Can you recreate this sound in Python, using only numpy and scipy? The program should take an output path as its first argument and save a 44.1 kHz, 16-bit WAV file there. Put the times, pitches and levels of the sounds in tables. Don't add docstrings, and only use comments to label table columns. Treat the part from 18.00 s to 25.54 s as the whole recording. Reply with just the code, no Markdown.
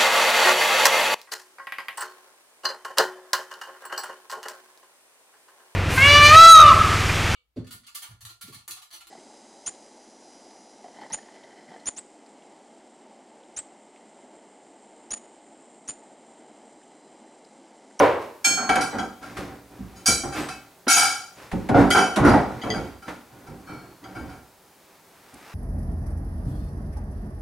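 import sys
import numpy as np
from scipy import signal
from scipy.fft import rfft, irfft, next_fast_len
from scipy.io import wavfile

SR = 44100
rng = np.random.default_rng(int(sys.argv[2]) if len(sys.argv) > 2 else 0)


def wrap_up_sound(samples):
    columns = np.atleast_2d(samples).T
    tamed = np.clip(columns, -1, 1)
    steps = np.round(tamed * 32767).astype(np.int16)
    wavfile.write(sys.argv[1], SR, steps)


N = 332514
RING_T = np.arange(int(0.7 * SR)) / SR

# [f/Hz, level/dB]
AIR_COLOUR = [(15, -44), (25, -20.5), (194, -7.5), (342, -10), (392, -3), (425, -10.5), (856, -7.5),
              (1030, -11.5), (2800, -20.5), (3880, -20), (7020, -21.5), (10500, -22), (15800, -24)]
AIR_DB = -55

# [f/Hz, correlation]
CHANNEL_CORRELATION = [(60, 1), (130, 1), (250, 1), (600, 0.88), (2000, 0.84), (4500, 0.73), (9000, 0.77),
                       (14000, 0.95)]
# [f/Hz, level/dB]
LEFT_BALANCE = [(60, -4.4), (150, -2.5), (350, -.5), (2000, 0), (9000, .8)]
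# [f/Hz, phase/rad]
LEFT_LEAD = [(40, -0.074), (260, -0.088), (2000, -0.15), (8000, 0.081)]
CUTOFF_HZ = 15850

# [t/s, level/dB]
KNOCKS = [(2.1, -36.5), (2.867, -23.5)]
# [f/Hz, level/dB]
KNOCK_COLOUR = [(60, -32), (150, -30), (290, -3), (480, -13.5), (900, -17), (3000, -29.5), (12000, -67)]
KNOCK_PEAK_S = 0.008

# [t/s, f/Hz, level/dB, t60/s]
SQUEAKS = [(2.39, 8070, -41, 0.49), (2.5, 2580, -33, 0.25), (5.66, 4340, -52.5, 1.0)]
SQUEAK_ATTACK_S = 0.017

# [t/s, level/dB, t60/s, tilt/(dB per octave)]
TICKS = [(.691, -15.5, 0.054, -4.5), (.755, -20.5, 0.059, -1), (1.369, -31.5, 0.16, -3.5),
         (2.486, -26.5, 0.051, -3), (3.514, -32.5, 0.15, -4), (3.688, -26, 0.09, -4.5),
         (4.159, -21, 0.16, -2.5), (5.08, -28.5, 0.15, -6.5), (7.34, -41, 0.031, 6)]
# [f/Hz, level/dB]
TICK_COLOUR = [(200, -7), (1800, 6), (5000, -4), (11000, -3.5), (16000, -46)]
TICK_ATTACK_S = 0.00166

# [t/s, length/s, rumble level/dB, scuff level/dB]
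PUSHES = [(.19, 0.033, -55.5, -47), (1.202, 0.13, -44, -48.5), (1.352, 0.044, -40.5, -40),
          (1.44, .1, -44, -62), (1.694, 0.32, -50.5, -59), (2.339, 0.061, -31.5, -31.5),
          (2.923, 0.13, -41.5, -75), (3.352, 0.1, -50.5, -47.5), (3.527, 0.18, -45, -52.5),
          (3.76, 0.05, -15.5, -36), (4.214, 0.09, -12.5, -65), (4.455, 0.43, -46, -49.5),
          (5.059, 0.026, -40, -41.5), (5.3, 0.61, -49.5, -62), (6.011, 0.33, -44, -58)]
PUSH_ATTACK_S, RUMBLE_FALL_DB_PER_S, SCUFF_FALL_DB_PER_S = 0.035, 121, 141
# [f/Hz, level/dB]
SCUFF_COLOUR = [(60, -29.5), (250, 3), (900, 3.5), (1400, 3.5), (1900, 1.5), (2400, 0.5), (3000, -5),
                (5000, -8), (9000, -14.5), (13000, -19), (16000, -31.5)]
# [t/s, level/dB]
LATE_HISS = [(6.6, -73.5), (6.91, -58.5), (7.034, -63.5), (7.54, -47)]

DRAG_S, DRAG_DB, DRAG_SCUFF_DB, DRAG_FALL_DB_PER_S = 0.035, -11.5, -35.5, 119.5
# [f/Hz, level/dB]
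DRAG_COLOUR = [(30, -33), (70, -25), (125, -17.5), (200, -16), (260, -11.5), (470, 3), (580, 1.5),
               (730, -7.5), (980, -2.5), (1250, -11), (2200, -18), (4400, -36), (9500, -52.5), (16000, -65)]

# [t/s, level/dB, brightness/dB, chatter time constant/s]
BENCH_HITS = [(.46, -40, 4.5, .058), (.575, -40, 9, 0.099), (.691, -30.5, 4.5, .011),
              (.76, -32.5, 2, 0.056), (.927, -33.5, 4, .04), (.985, -38.5, 0.5, .03),
              (1.378, -39, -1.5, .03), (1.786, -55.5, -29, .03), (2.075, -30.5, -5, 0.012),
              (2.234, -34.5, -0.5, 0.027), (2.385, -41, -4, 0.058), (3.524, -30, -9.5, 0.012),
              (3.69, -22, -3.5, 0.00992), (3.743, -16, 0.5, 0.017), (3.775, -23, 3, 0.013),
              (3.947, -25, 9, .03), (4.165, -24, 5.5, .03), (4.195, -28, -14.5, 0.037),
              (4.246, -19.5, 4.5, 0.025), (4.335, -20.5, 6, 0.018), (4.635, -32.5, -1, 0.086),
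              (4.75, -33, -5, 0.028), (5.085, -46, 9.5, 0.017), (5.48, -45.5, -9.5, 0.036),
              (5.69, -42.5, -4.5, .04), (6.156, -41, -4, 0.018), (6.2, -46, -14, .03),
              (7.328, -54, -6, .012)]
BOLT_HITS = [(.691, -37.5, -8.5, 0.0068), (.808, -50, 23, .005), (.988, -46.5, -11, .011),
             (3.908, -24, -1.5, 0.0022), (3.975, -36.5, -13.5, 0.00085), (4.615, -40, 1, .007),
             (4.701, -29, 10, 0.0099), (6.039, -50.5, 8, 0.0059)]
FRAME_HITS = [(.572, -27.5, -37, 0.005), (.691, -18.5, -16.5, .003), (.757, -23, -16, .019),
              (.808, -30, -4.5, .006), (.982, -30.5, -13, 0.0072), (1.222, -42.5, -13, 0.02),
              (1.955, -59.5, 2, 0.084), (2.058, -31, 8.5, 0.023), (2.232, -40, -41, 0.0077),
              (2.322, -38, -7, 0.015), (2.486, -38.5, -6.5, 0.0089), (2.879, -23.5, -1, 0.013),
              (2.897, -28, 6.5, 0.033), (2.96, -22.5, -0.5, 0.054), (3.025, -26, -6, 0.015),
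              (3.752, -36.5, -14, 0.24), (3.902, -24.5, -3.5, 0.011), (3.946, -17, -16, 0.012),
              (3.975, -22, -9, 0.0013), (4.246, -29.5, -8.5, 0.079), (4.628, -40, -11, 0.029),
              (4.735, -35.5, -13, 0.022), (5.02, -46.5, -12, .014), (5.466, -49.5, -13, 0.0051),
              (5.67, -44.5, -14, 0.15), (6.04, -48, -19, 0.012), (6.149, -39.5, -16, 0.018),
              (6.29, -48, -11.5, 0.04)]
TUBE_HITS = [(.443, -17.5, 0, 0.0058)]

# [f/Hz, level/dB, t60/s]
BENCH_MODES = [(61, 0, 1), (120.2, 5.5, 0.35), (186.4, 1, 0.75), (239, -0.5, 0.95), (282.6, 5.5, 0.47),
               (309.2, 2.5, 0.38), (349, -1, 0.79), (397, 0, 0.78), (470.4, -2, 0.66), (533, -3.5, 0.95),
               (584.8, -7, 0.38), (696, -15.5, 0.253), (765.6, 4, 0.14), (956, -5.5, 0.072),
               (1037, -10.5, 0.31), (1444, 0, 0.11)]
BOLT_MODES = [(2012, -2, .2), (3040, -4, 1.3), (3155, -4, .9), (3250, 2, .15), (4730, -2, .22),
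              (4820, -1, .24), (6480, -3, .09), (10300, -20, .15)]
FRAME_MODES = [(745, -1, .5), (785, -4, .55), (1365, 1, .38), (1402, -2, .5), (1565, -5, .4),
               (1610, -8, .5), (2243, -3, .4), (2314, -2, .42), (2595, -9, .5), (3050, -8, .7),
               (3148, -5, .6), (3985, -6, .5), (4542, -11, .5), (4810, -2, .4), (4837, -4, .45),
               (5225, -9, .45), (5421, -12, .8), (5723, -3, .38), (5828, -7, .6), (6675, 0, .42),
               (6742, -6, .45), (7820, -6, .55), (8407, -7, .35), (8641, -7, .35), (8950, -6, .55),
               (9420, -6, .5), (9500, -6, .45), (9635, -3, .45), (10742, -3, .35), (11258, -7, .45)]
TUBE_MODES = [(787, -12, .7), (834, -13, .5), (1403, -8, .7), (1623, -12, .7), (2339, 0, .28),
              (3073, -16, .5), (3120, -15, .4), (3173, -9, .5), (4355, -4, 1.5), (5239, 3, .34),
              (5730, -21, .7), (6516, -2, .9), (7368, -6, .5), (7540, -9, .4), (7712, -1, .43),
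              (7999, -16, 1.1), (8415, -20, .5), (8642, -6, .46), (8952, -13, .6), (9415, -16, .35),
              (9653, -21, .6), (10431, -18, .4), (11250, -28, .7), (12400, -27, .6), (12800, -27, .3),
              (13530, -20, .45)]

# [f/Hz, level/dB]
WOOD_WASH = [(25, -19), (42, -13.5), (60, 0.5), (95, -0.5), (130, 0), (300, 1), (700, -0.5), (1300, -5),
             (2000, -13.5), (3000, -27), (6000, -35), (12000, -59), (16000, -76)]
STEEL_WASH = [(100, -19.5), (500, -10), (900, -3), (1700, -2), (3500, 2), (6000, -3), (10500, -3.5),
              (12500, -8), (14000, -13.5), (16000, -43.5)]

# [level at zero brightness/dB, level change per dB of brightness/dB]
BENCH_VOICE = [(-7, -0.94), (0.5, 0.14), (-4.5, 0.85)]
BOLT_VOICE = [(-17, 0.94), (-1, -0.59), (-15, 1)]
FRAME_VOICE = [(0.18, 0.02), (-0.54, 0.91), (0.38, 1.46)]
TUBE_VOICE = [(-8, 5.5), (-3, 0), (-6.5, 9)]

# [start t/s, end t/s]
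LIFTS = [(.44, .69), (2.89, 3.35), (3.9, 4.165)]
BENCH_CHOKE_S = 6.4
REBOUND_CONTACT_S = 0.00023


def from_db(db):
    return 10 ** (np.asarray(db) / 20)


def rms_one(x):
    return x / np.sqrt(np.mean(x ** 2) + 1e-20)


def opening_rms(x):
    return np.sqrt(np.mean(x[..., :SR // 20] ** 2) + 1e-20)


def fade(t60):
    return np.exp(-np.log(1000) * RING_T / t60)


def onset(attack_s):
    return 1 - np.exp(-RING_T / attack_s)


def in_time(rows):
    return np.interp(np.arange(N) / SR, *np.transpose(rows))


def at_hz(points, hz):
    f, value = np.transpose(points)
    return np.interp(np.log(hz + 1), np.log(f), value)


def add(out, s, sound):
    at = max(int(s * SR), 0)
    out[:, at:at + sound.shape[-1]] += sound[:, :N - at]


def noise(colour, size, modes=(), width_hz=60, skirt_db=0, modes_per_hz=np.inf):
    length = next_fast_len(size)
    hz = np.arange(length // 2 + 1) * SR / length
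    clusters = sum(from_db(db + skirt_db) ** 2 / (1 + ((hz - f) / width_hz) ** 2) ** 2 for f, db, _ in modes)
    white = rfft(rng.standard_normal((2, length)))
    mid, side = white * from_db(at_hz(colour, hz)) * np.sqrt(1 + clusters)
    alike = np.clip(at_hz(CHANNEL_CORRELATION, hz), 0, 0.99)
    pair = np.sqrt(1 + alike) * mid + np.sqrt(1 - alike) * side * [[1], [-1]]
    present = rng.random(len(hz)) < modes_per_hz * SR / length
    return rms_one(irfft(pair * present, length)[:, :size])


def air():
    return from_db(AIR_DB) * noise(AIR_COLOUR, N)


def workshop(x, t60=0.54, wet_db=-13, delay_s=0.02):
    colour = [(50, 3.5), (500, -4), (4000, 1.0), (15000, -6.5)]  # f/Hz, level/dB
    tail = noise(colour, len(RING_T)) * fade(t60) * (RING_T > delay_s)
    tail = tail / np.sqrt(np.sum(tail ** 2) / 2)
    return x + from_db(wet_db) * signal.fftconvolve(x, tail, axes=1)[:, :N]


def knocks():
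    out = np.zeros((2, N))
    pulse = RING_T / KNOCK_PEAK_S * np.exp(1 - RING_T / KNOCK_PEAK_S)
    for s, db in KNOCKS:
        add(out, s, from_db(db) * pulse * noise(KNOCK_COLOUR, len(RING_T)))
    return out


def squeaks():
    out = np.zeros((2, N))
    for s, hz, db, t60 in SQUEAKS:
        tone = np.sin(2 * np.pi * hz * RING_T[None])
        add(out, s, from_db(db) * onset(SQUEAK_ATTACK_S) * fade(t60) * tone)
    return out


def ticks():
    out = np.zeros((2, N))
    for s, db, t60, tilt in TICKS:
        colour = [(hz, level + tilt * np.log2(hz)) for hz, level in TICK_COLOUR]
        colour = [(50, colour[0][1] - 25)] + colour
        add(out, s, from_db(db) * onset(TICK_ATTACK_S) * fade(t60) * noise(colour, len(RING_T)))
    return out


def dragging(db, fall_db_per_s):
    return from_db(db - fall_db_per_s * np.maximum(np.arange(N) / SR - DRAG_S, 0))


def strokes(rows, fall_db_per_s):
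    gain, t = np.zeros((1, N)), np.arange(SR) / SR
    for s, length_s, db in rows:
        fall_db = fall_db_per_s * np.maximum(t[None] - length_s, 0)
        add(gain, s, np.minimum(t / PUSH_ATTACK_S, 1) * from_db(db - fall_db))
    return gain


def scuffs(per_s=1500, size_db=4, grain_db=-3):
    size = from_db(size_db * np.minimum(rng.exponential(1, N), 4))
    slips = (rng.random(N) < per_s / SR) * rng.choice([-1, 1], N) * size
    hz = np.arange(N // 2 + 1) * SR / N
    grains = rms_one(irfft(rfft(slips) * from_db(at_hz(SCUFF_COLOUR, hz)), N))
    sliding = strokes([(s, length_s, db) for s, length_s, _, db in PUSHES], SCUFF_FALL_DB_PER_S)
    gain = sliding + dragging(DRAG_SCUFF_DB, SCUFF_FALL_DB_PER_S) + from_db(in_time(LATE_HISS))
    return gain * rms_one(noise(SCUFF_COLOUR, N) + from_db(grain_db) * grains)


def chatter(length_s, per_s=900, rebound_db=-4):
    t = RING_T[:SR // 4]
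    rebounds = (rng.random(len(t)) < per_s / SR) * rng.standard_normal(len(t))
    force = rebounds * from_db(rebound_db) * np.exp(-t / length_s)
    force[0] = 1
    return force


def registers(x, low_hz, high_hz):
    edges = ((low_hz, "low"), ([low_hz, high_hz], "band"), (high_hz, "high"))
    return [signal.sosfilt(signal.butter(4, hz, kind, fs=SR, output="sos"), x) for hz, kind in edges]


def choked(s, chokes, t60=0.31):
    contact = min([c for c in chokes if c > s + RING_T[SR // 20]], default=np.inf)
    return np.exp(-np.log(1000) * np.maximum(s + RING_T - contact, 0) / t60)


def blows(hits, voice, resting_db_per_s, lifted_db_per_s):
    out = []
    for s, db, bright, length_s in hits:
        levels_db = [db + base + slope * bright for base, slope in voice]
        lifted = any(up <= s < down for up, down in LIFTS)
        out.append((s, *levels_db, length_s, lifted_db_per_s if lifted else resting_db_per_s))
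    return out


def struck(hits, modes, wash, low_hz, high_hz, wash_db, wash_t60, width_hz, skirt_db,
           modes_per_hz, vary_db, spread, swell, attack_s, chokes=()):
    out = np.zeros((2, N))
    count, size = len(modes), len(RING_T)
    rings = np.array([from_db(db) * fade(t60) * np.exp(2j * np.pi * hz * RING_T)
                      for hz, db, t60 in modes], np.complex64)
    for s, *levels_db, length_s, damping_db_per_s in hits:
        strength = from_db(vary_db * rng.standard_normal(count)) * np.exp(2j * np.pi * rng.random(count))
        apart = spread * (rng.standard_normal(count) + 1j * rng.standard_normal(count))
        weights = strength * (1 + apart * [[1], [-1]])
        lines = (weights.astype(np.complex64) @ rings).real
        lines = lines * (1 - swell * np.exp(-RING_T / length_s))

        dense = noise(wash, size, modes, width_hz, skirt_db, modes_per_hz) * fade(wash_t60)
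        dense = dense * onset(REBOUND_CONTACT_S)
        dense = signal.fftconvolve(dense, chatter(length_s)[None], axes=1)[:, :size]
        rattle = from_db(wash_db) * np.sqrt(length_s / RING_T[SR // 50])

        blow = lines / opening_rms(lines) + rattle * dense / opening_rms(dense)
        blow = blow * onset(attack_s) * from_db(-damping_db_per_s * RING_T) * choked(s, chokes)
        parts = registers(blow, low_hz, high_hz)
        add(out, s, sum(from_db(db) * part / opening_rms(part) for db, part in zip(levels_db, parts)))
    return out


def bench():
    bumps = blows(BENCH_HITS, BENCH_VOICE, resting_db_per_s=28, lifted_db_per_s=21)
    thuds = struck(bumps, BENCH_MODES, WOOD_WASH, 202.6, 786, wash_db=6, wash_t60=0.46, width_hz=69,
                   skirt_db=3.5, modes_per_hz=0.3, vary_db=2.0, spread=0.27, swell=0.7,
                   attack_s=0.002, chokes=[BENCH_CHOKE_S])
    sliding = strokes([(s, length_s, db) for s, length_s, db, _ in PUSHES], RUMBLE_FALL_DB_PER_S)
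    rumble = sliding * noise(WOOD_WASH, N, BENCH_MODES, width_hz=7.3, skirt_db=11)
    drag_noise = noise(DRAG_COLOUR, N, BENCH_MODES, width_hz=11, skirt_db=3.5)
    drag = dragging(DRAG_DB, DRAG_FALL_DB_PER_S) * drag_noise
    return thuds + rumble + drag


def bolt(landings):
    clinks = blows(BOLT_HITS, BOLT_VOICE, resting_db_per_s=97, lifted_db_per_s=31)
    return struck(clinks, BOLT_MODES, STEEL_WASH, 1800, 4090, wash_db=6.5, wash_t60=0.13, width_hz=95,
                  skirt_db=37, modes_per_hz=0.25, vary_db=1.4, spread=0.3, swell=0.25,
                  attack_s=0.0008, chokes=landings)


def frame(landings):
    clanks = blows(FRAME_HITS, FRAME_VOICE, resting_db_per_s=36.5, lifted_db_per_s=0)
    return struck(clanks, FRAME_MODES, STEEL_WASH, 1480, 5470, wash_db=8.5, wash_t60=0.37, width_hz=34,
                  skirt_db=21, modes_per_hz=0.12, vary_db=1.8, spread=0.3, swell=0.45,
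                  attack_s=0.002, chokes=landings)


def tube(landings):
    knocked = blows(TUBE_HITS, TUBE_VOICE, resting_db_per_s=0, lifted_db_per_s=17)
    return struck(knocked, TUBE_MODES, STEEL_WASH, 2000, 7000, wash_db=-2, wash_t60=0.35, width_hz=45,
                  skirt_db=17, modes_per_hz=0.12, vary_db=5.0, spread=0.38, swell=0.9,
                  attack_s=0.0024, chokes=landings)


def steel():
    landings = [down for _, down in LIFTS]
    return bolt(landings) + frame(landings) + tube(landings)


def scene():
    contacts = knocks() + squeaks() + ticks() + scuffs() + bench() + steel()
    return air() + workshop(contacts)


def record(dry, top=1.1):
    hz = np.arange(N // 2 + 1) * SR / N
    halves = np.array([[0.5], [-0.5]])
    balance = from_db(at_hz(LEFT_BALANCE, hz) * halves)
    phase = np.exp(1j * at_hz(LEFT_LEAD, hz) * halves)
    heard = irfft(rfft(dry) * balance, N)
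    heard = irfft(rfft(heard) * phase, N)
    rounded = top * np.tanh(heard / top)
    return signal.sosfilt(signal.ellip(12, 0.1, 80, CUTOFF_HZ, fs=SR, output="sos"), rounded)


dry = scene()
out = record(dry)
wrap_up_sound(out)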